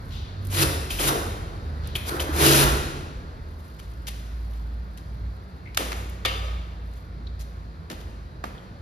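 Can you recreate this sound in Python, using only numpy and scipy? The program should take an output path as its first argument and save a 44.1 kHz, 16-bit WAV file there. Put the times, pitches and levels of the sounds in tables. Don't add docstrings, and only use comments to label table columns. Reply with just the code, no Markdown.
import sys
import numpy as np
from scipy import signal
from scipy.fft import rfft, irfft, next_fast_len
from scipy.io import wavfile
from scipy.ndimage import uniform_filter1d

SR = 44100
rng = np.random.default_rng(int(sys.argv[2]) if len(sys.argv) > 2 else 0)


def unload_audio(sound):
    columns = np.transpose(np.atleast_2d(sound))
    steps = np.round(np.clip(columns, -1, 1) * 32767)
    wavfile.write(sys.argv[1], SR, steps.astype(np.int16))


N = 388771

# freq_hz, density_db
ROAD_COLOUR = [(25, -27), (40, -22), (55, 1.5), (100, -9.5), (200, -17.5), (450, -24.5), (700, -26.5),
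               (1500, -29.5), (3000, -43), (4400, -36.5), (5600, -48), (10000, -58), (16000, -62.5)]
# time_s, level_db
ROAD_LEVEL = [(0, -37.5), (2.5, -33.5), (3.6, -40.5), (8.82, -41)]
# time_s, speed_hz (its tone sits at 0.98 of this), level_db
CAR = [(0, 77, -39), (1, 77.75, -56.5), (2.2, 76.7, -33.5), (2.8, 71.5, -35), (3.2, 62, -57),
       (3.7, 58.3, -38), (4.5, 57.34, -38.5), (5.3, 60, -32), (5.55, 58, -66), (5.8, 58.92, -34.5),
       (6.4, 58.56, -30.5), (6.95, 58.3, -40.5), (7.25, 56.95, -38), (7.55, 56.2, -43), (8.82, 54.4, -47)]
# time_s, firing_hz, level_db
VAN = [(0, 46.77, -39.5), (1.2, 47.87, -37.5), (2.4, 42.4, -52), (3.7, 38.24, -39)]
# time_s, firing_hz, level_db
TRUCK = [(3.5, 87.4, -60.5), (4.7, 97.44, -52.5), (5.5, 94.1, -42.5), (6.6, 91.44, -41.5), (7.3, 86.3, -50),
         (8.82, 73.4, -57.5)]
# firing_multiple, level_db
VAN_ORDERS = [(1, -5.5), (2, -3)]
# firing_multiple, level_db
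TRUCK_ORDERS = [(1, 0), (2, -11)]
# time_s, level_db
TRICKLE = [(0, -64), (.15, -54.5), (.35, -85), (.45, -51.5), (.6, -66), (3.4, -71), (3.62, -58),
           (4.35, -64), (4.55, -57), (4.72, -67.5), (6.8, -70), (6.97, -57.5), (7.15, -80.5)]
# freq_hz, density_db
WATER = [(1500, -5), (3000, 1.5), (4500, 2), (6000, -3.5), (10000, -4), (13000, -4.5)]
# freq_hz, t60_s
BAY = [(120, 2), (330, 1.3), (870, 1.2), (2300, 1.2), (6060, 1), (14000, .66)]
# freq_hz, likeness_0_1, right_lead_half_turns, left_over_right_db
PORTS = [(90, .99, 0, 0), (150, .86, 0, -4), (280, .8, 0, 1), (480, .7, -.05, 1), (850, .55, -.75, 0),
         (1550, .6, -1, -3), (1800, .65, -.22, 2), (4500, .4, -.2, 5), (6000, .5, .35, 4.5),
         (8250, 1, 1, 0), (11800, .92, 2, 0), (14900, 1, 3, 0)]
EDGE_HZ = 15800

# start_s, peak_db, centre_hz, contact_s
TICKS = [(.449, -35, 10100, 0.0037), (0.469, -30.5, 9400, .004), (1.8727, -25.5, 10700, 0.0037),
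         (6.0935, -35, 10740, 0.0051)]
# start_s, peak_db, centre_hz, contact_s
SCRAPES = [(.1, -36, 3690, 0.071), (1.83, -36.5, 3700, 0.049)]
# start_s, peak_db, centre_hz, contact_s
SCUFFS = [(3.788, -32, 2600, 0.012), (4.0679, -21, 3300, 0.02), (4.9691, -34, 4013, 0.014),
          (7.391, -32.5, 4590, 0.03), (7.985, -40.5, 3530, 0.031)]
# start_s, peak_db, centre_hz, contact_s
TAPS = [(5.7458, -28.5, 4150, 0.0035), (5.811, -28, 3885, 0.0058), (6.2495, -14.5, 3350, 0.012),
        (7.899, -24.5, 3365, 0.017), (7.911, -29.5, 4040, 0.0098)]
# start_s, peak_db, centre_hz, contact_s
KNOCKS = [(5.7718, -3, 8500, 0.0072), (5.9181, -16.5, 2430, 0.011), (8.4391, -16.5, 1050, 0.0081)]
# start_s, peak_db, centre_hz, contact_s
THUDS = [(5.787, -17.5, 330, 0.042), (6.251, -14, 504, 0.01), (7.902, -25.5, 210, .028),
         (8.447, -28.5, 196.9, 0.029)]
# start_s, peak_db, centre_hz, contact_s
PINGS = [(5.6546, -34.5, 2170, .045), (7.268, -34.5, 3800, .0064), (8.5779, -40, 3190, .01)]
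# events, fall_below_db_per_octave, fall_above_db_per_octave, swell_db, room_db
KINDS = [(TICKS, 6, 4, -6, -12.5), (SCRAPES, 13, 19, -6, 5.3), (SCUFFS, 3.5, 5.5, 6, -6),
         (TAPS, 2.5, 8.5, -4, -5), (KNOCKS, -1.2, 8, -8, -5.5), (THUDS, 6, 5.5, -3, -1.5),
         (PINGS, 50, 40, -9, -7)]
LOW_EDGE_HZ = 370

# freq_hz, level_db, t60_s
LANCE = [(1237, -6.5, 0.88), (1834, -10, 0.34), (2175, 0, 0.2), (2320, -6.5, 0.26), (2730, -3, 0.4),
         (3070, -2, 0.44), (3500, 7.5, 0.086), (3960, -1, 0.16), (4740, -7, 0.41)]
# start_s, level_db
STRUCK = [(5.771, -37.5), (6.251, -28.5)]

# start_s, level_db
CLICKS = [(0.9048, -19.5), (0.988, -19), (1.954, -13), (2.1968, -17)]
# freq_hz, level_db, t60_s
TRIGGER = [(2600, -2, .009), (3140, 0, .012), (3900, -8, .006)]
# delay_s, level_db
BOUNCES = [(0, -3), (.0026, -5.5), (.0047, -4), (0.01, -18)]
CLICK_ROOM_DB = 2.5

# freq_hz, density_db
JET = [(600, -2.5), (1400, -4.5), (1700, -6), (2500, -0.5), (4000, -0.5), (7000, -5), (10000, -3.5),
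       (12500, -7), (15000, -7)]
# freq_hz, density_db
ROAR = [(120, -19.5), (230, -17), (330, 3.5), (500, -3.5), (800, -6), (1500, -6), (3500, -33)]
# shaft_multiple, level_db
PUMP = [(3, 5.5), (6, -8), (7, 3.5), (8, -2.5), (9, 1)]
PUMP_HZ = 46.9
# on_s, off_s, jet_db, start_db (re full pressure), roar_db (re jet), pump_db (re jet)
PULLS = [(0.495, 0.637, -19, -24, -8, -22), (0.988, 1.094, -19.5, -9.5, -6.5, -24),
         (2.322, 2.642, -17.5, -24, -6, -16)]
# on_s, off_s, jet_db, start_db (re full pressure)
SPITS = [(0.899, 1.008, -35.5, 8), (1.95, 1.971, -38, 15.5), (2.048, 2.096, -28, -27.5),
         (2.196, 2.229, -35, 13.5)]
# on_s, off_s, roar_db
SLACK = [(2.043, 2.172, -33.5), (2.265, 2.318, -33)]
BUILD_S, SPIT_BUILD_S, SLACK_BUILD_S = 0.13, 0.057, 0.12
SPIT_ROAR_DB = -13.5
SLACK_START_DB, SLACK_HISS_DB = -17, -10
# start_s, level_db, pitch_hz, t60_s
SHUT = [(0.663, -17, 77, 0.2), (2.648, -15.5, 57, 0.15)]
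# start_s, level_db, pitch_hz, t60_s
THUMPS = [(2.143, -16.5, 353, 0.038), (2.292, -16, 322, 0.038)]


def gain_of(db):
    return 10 ** (np.asarray(db) / 20)


def evened(x):
    return x / np.sqrt(np.mean(x ** 2) + 1e-20)


def read(points, hz):
    f, *values = np.transpose(points)
    return np.squeeze([np.interp(np.log(hz + 1), np.log(f + 1), v) for v in values])


def along(rows):
    s, *columns = np.transpose(rows)
    t = np.arange(s[0], s[-1], 1 / SR)
    return s[0], [np.interp(t, s, c) for c in columns]


def level_curve(rows):
    level = gain_of(along(rows)[1][0])
    return np.pad(level, (0, N), "edge")[:N]


def add(mix, start_s, sound):
    part = mix[..., max(round(start_s * SR), 0):][..., :sound.shape[-1]]
    part += sound[..., :part.shape[-1]]


def wander(length, rate_hz):
    step = max(int(SR / rate_hz), 1)
    smooth = uniform_filter1d(rng.standard_normal(length), step)
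    return evened(uniform_filter1d(smooth, step))


def noise(spectrum, patchy_db, size):
    frames, hz = N * 4 // size + 5, np.fft.rfftfreq(size, 1 / SR)
    a, b, c, d, patches = rng.standard_normal((frames, len(hz), 5)).T
    patches = evened(uniform_filter1d(uniform_filter1d(patches, 8, 0), 12, 1))
    colour = gain_of(read(spectrum, hz)[:, None] + patchy_db * patches)
    bins = np.array([a + 1j * b, c + 1j * d]) * colour
    return evened(signal.istft(bins, nperseg=size, noverlap=size * 3 // 4)[1][:, :N])


def orders(hz, table, waver_db):
    turns = np.cumsum(hz) / SR
    total = np.zeros(len(hz))
    for multiple, db in table:
        level = gain_of(db + waver_db * wander(len(hz), 4.6))
        total += level * np.sin(2 * np.pi * (multiple * turns + rng.random()))
    return np.sqrt(2) * total


def street():
    out = level_curve(ROAD_LEVEL) * noise(ROAD_COLOUR, patchy_db=0.9, size=2048)
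    for rows, table in ((CAR, [(0.98, 0.0036)]), (VAN, VAN_ORDERS), (TRUCK, TRUCK_ORDERS)):
        start_s, (hz, db) = along(rows)
        hz = hz * (1 + 0.01232 * wander(len(hz), 7.48))
        fade = signal.windows.tukey(len(hz), 0.03)
        add(out, start_s, gain_of(db) * orders(hz, table, waver_db=4.0) * fade)
    return out


def trickle():
    drops = gain_of(2.5 * wander(N, 150))
    return level_curve(TRICKLE) * drops * noise(WATER, patchy_db=2.0, size=256)


def bay(x):
    taps = np.zeros((2, 2 * SR))
    at = np.arange(300, 2 * SR - 20, 20) + rng.integers(0, 20, (2, (2 * SR - 301) // 20))
    np.put_along_axis(taps, at, rng.choice([-1., 1.], at.shape), 1)
    hz, t, z = signal.stft(taps, SR, nperseg=256)
    decay = gain_of(-60 * t / read(BAY, hz)[:, None])
    tail = signal.istft(z * decay, SR, nperseg=256)[1]
    early = np.exp(-np.arange(tail.shape[1]) / (0.15 * SR))
    tail = tail * gain_of([2.5 * early * wander(len(early), 160) for port in "LR"])
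    tail = tail / np.linalg.norm(tail[0])
    return signal.fftconvolve(x[None], tail, axes=1)[:, :N]


def knocks():
    t, hz = np.arange(8192) / SR, np.fft.rfftfreq(8192, 1 / SR)
    direct, sent = np.zeros((2, N)), np.zeros(N)
    events = [(*row, *kind) for rows, *kind in KINDS for row in rows]
    for start_s, peak_db, centre_hz, contact_s, below_db, above_db, swell_db, room_db in events:
        octaves = np.log2((hz + 1) / centre_hz)
        slope_db = np.where(octaves < 0, below_db, above_db)
        bass_cut = 1 + (min(LOW_EDGE_HZ, centre_hz / 2) / (hz + 1)) ** 4
        colour = gain_of(-abs(octaves) * slope_db) / bass_cut
        crack = irfft(rfft(rng.standard_normal((2, len(t)))) * colour)
        rattle = gain_of(3.2 * wander(len(t), 400))
        rise = np.minimum(t / (0.0013 + 4 * contact_s ** 2), 1)
        swell = gain_of(swell_db * np.minimum(t / contact_s, 1))
        fade = np.exp(-np.maximum(t - contact_s, 0) / (0.0034 + 0.064 * contact_s))
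        sound = crack * rattle * rise * swell * fade
        sound = gain_of(peak_db) * sound / abs(sound).max(1, keepdims=True)
        add(direct, start_s, sound)
        whole = rfft(sound[0])
        smooth = irfft(colour * whole / (abs(whole) + 1e-12))
        add(sent, start_s, gain_of(room_db) * evened(smooth) * np.std(sound[0]))
    return direct, sent


def lance():
    t, out = np.arange(SR // 2) / SR, np.zeros((2, N))
    for start_s, blow_db in STRUCK:
        for hz, db, t60_s in LANCE:
            blur_hz = 0.17 * hz
            blur = [wander(len(t), blur_hz) + 1j * wander(len(t), blur_hz) for port in "LR"]
            rattle = 0.5 + np.array(blur)
            tone = (rattle * np.exp(2j * np.pi * hz * t)).imag
            add(out, start_s, gain_of(blow_db + db - 60 * t / t60_s) * tone)
    return out


def trigger():
    t, out, sent = np.arange(3000) / SR, np.zeros(N), np.zeros(N)
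    for start_s, click_db in CLICKS:
        for delay_s, bounce_db in BOUNCES:
            ring = np.zeros(len(t))
            for hz, db, t60_s in TRIGGER:
                level_vary, pitch_vary = rng.standard_normal(2)
                level = gain_of(db + 2.2 * level_vary - 60 * t / t60_s)
                ring += level * np.sin(2 * np.pi * hz * (1 + 0.027 * pitch_vary) * t)
            ring *= np.minimum(t / 0.00088, 1)
            ring /= abs(ring).max()
            add(out, start_s + delay_s, gain_of(click_db + bounce_db) * ring)
        add(sent, start_s, gain_of(click_db + CLICK_ROOM_DB) * ring * np.exp(-t / 0.0016))
    return out, sent


def washer():
    hiss = noise(JET, patchy_db=1.0, size=512) * gain_of(1.4 * wander(N, 73))
    roar = noise(ROAR, patchy_db=2.6, size=512)
    spray, drone = np.zeros((2, N)), np.zeros(N)

    def flow(on_s, off_s, jet_db, roar_db, build_s, start_db):
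        t = np.arange(0, off_s - on_s + 0.2, 1 / SR)
        at = slice(round(on_s * SR), round(on_s * SR) + len(t))
        build = gain_of(start_db * np.maximum(1 - t / build_s, 0) ** 1.83)
        pressure = build * np.minimum(t / 0.0088, 1)
        closed = np.maximum(t - (off_s - on_s), 0)
        add(spray, on_s, pressure * gain_of(jet_db) * hiss[:, at] * np.exp(-closed / 0.0014))
        add(spray, on_s, pressure * gain_of(roar_db) * roar[:, at] * np.exp(-closed / 0.087))
        return pressure, closed

    for on_s, off_s, jet_db, start_db, roar_db, pump_db in PULLS:
        pressure, closed = flow(on_s, off_s, jet_db, jet_db + roar_db, BUILD_S, start_db)
        tones = orders(np.full(len(closed), PUMP_HZ), PUMP, waver_db=4.0)
        load = pressure ** 2 * np.exp(-closed / 0.065)
        add(drone, on_s, gain_of(jet_db + pump_db) * load * tones)
    for on_s, off_s, jet_db, start_db in SPITS:
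        flow(on_s, off_s, jet_db, jet_db + SPIT_ROAR_DB, SPIT_BUILD_S, start_db)
    for on_s, off_s, roar_db in SLACK:
        flow(on_s, off_s, roar_db + SLACK_HISS_DB, roar_db, SLACK_BUILD_S, SLACK_START_DB)
    t = np.arange(SR // 2) / SR
    for start_s, db, hz, t60_s in SHUT + THUMPS:
        level = gain_of(db - 60 * t / t60_s) * (1 - np.exp(-t / 0.0019))
        add(spray, start_s, level * np.sin(2 * np.pi * hz * t))
    return spray, drone


def scene():
    background = street() + trickle()
    direct, sent = knocks()
    ring = lance()
    clicks, snaps = trigger()
    spray, pump = washer()
    to_bay = snaps + sent + gain_of(-7.5) * ring[0]
    to_bay = to_bay + gain_of(-4.0) * spray[0] + gain_of(-16.5) * pump
    return background + direct + ring + clicks + spray + pump + bay(to_bay)


def record(dry):
    size = next_fast_len(N + SR)
    hz = np.fft.rfftfreq(size, 1 / SR)
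    left, own = rfft(dry, size) / np.sqrt(1 + (23.0 / (hz + 1)) ** 8)
    same, half_turns, balance_db = read(PORTS, hz)
    same = np.clip(same, 0, 1)
    right = same * left + np.sqrt(1 - same ** 2) * own
    right = right * np.exp(1j * np.pi * half_turns) / gain_of(balance_db)
    pair = irfft([left, right], size)[:, :N]
    low_pass = signal.firwin(511, EDGE_HZ, window=("kaiser", 9), fs=SR)
    return signal.oaconvolve(pair, low_pass[None], "same")


dry = scene()
out = record(dry)
unload_audio(out)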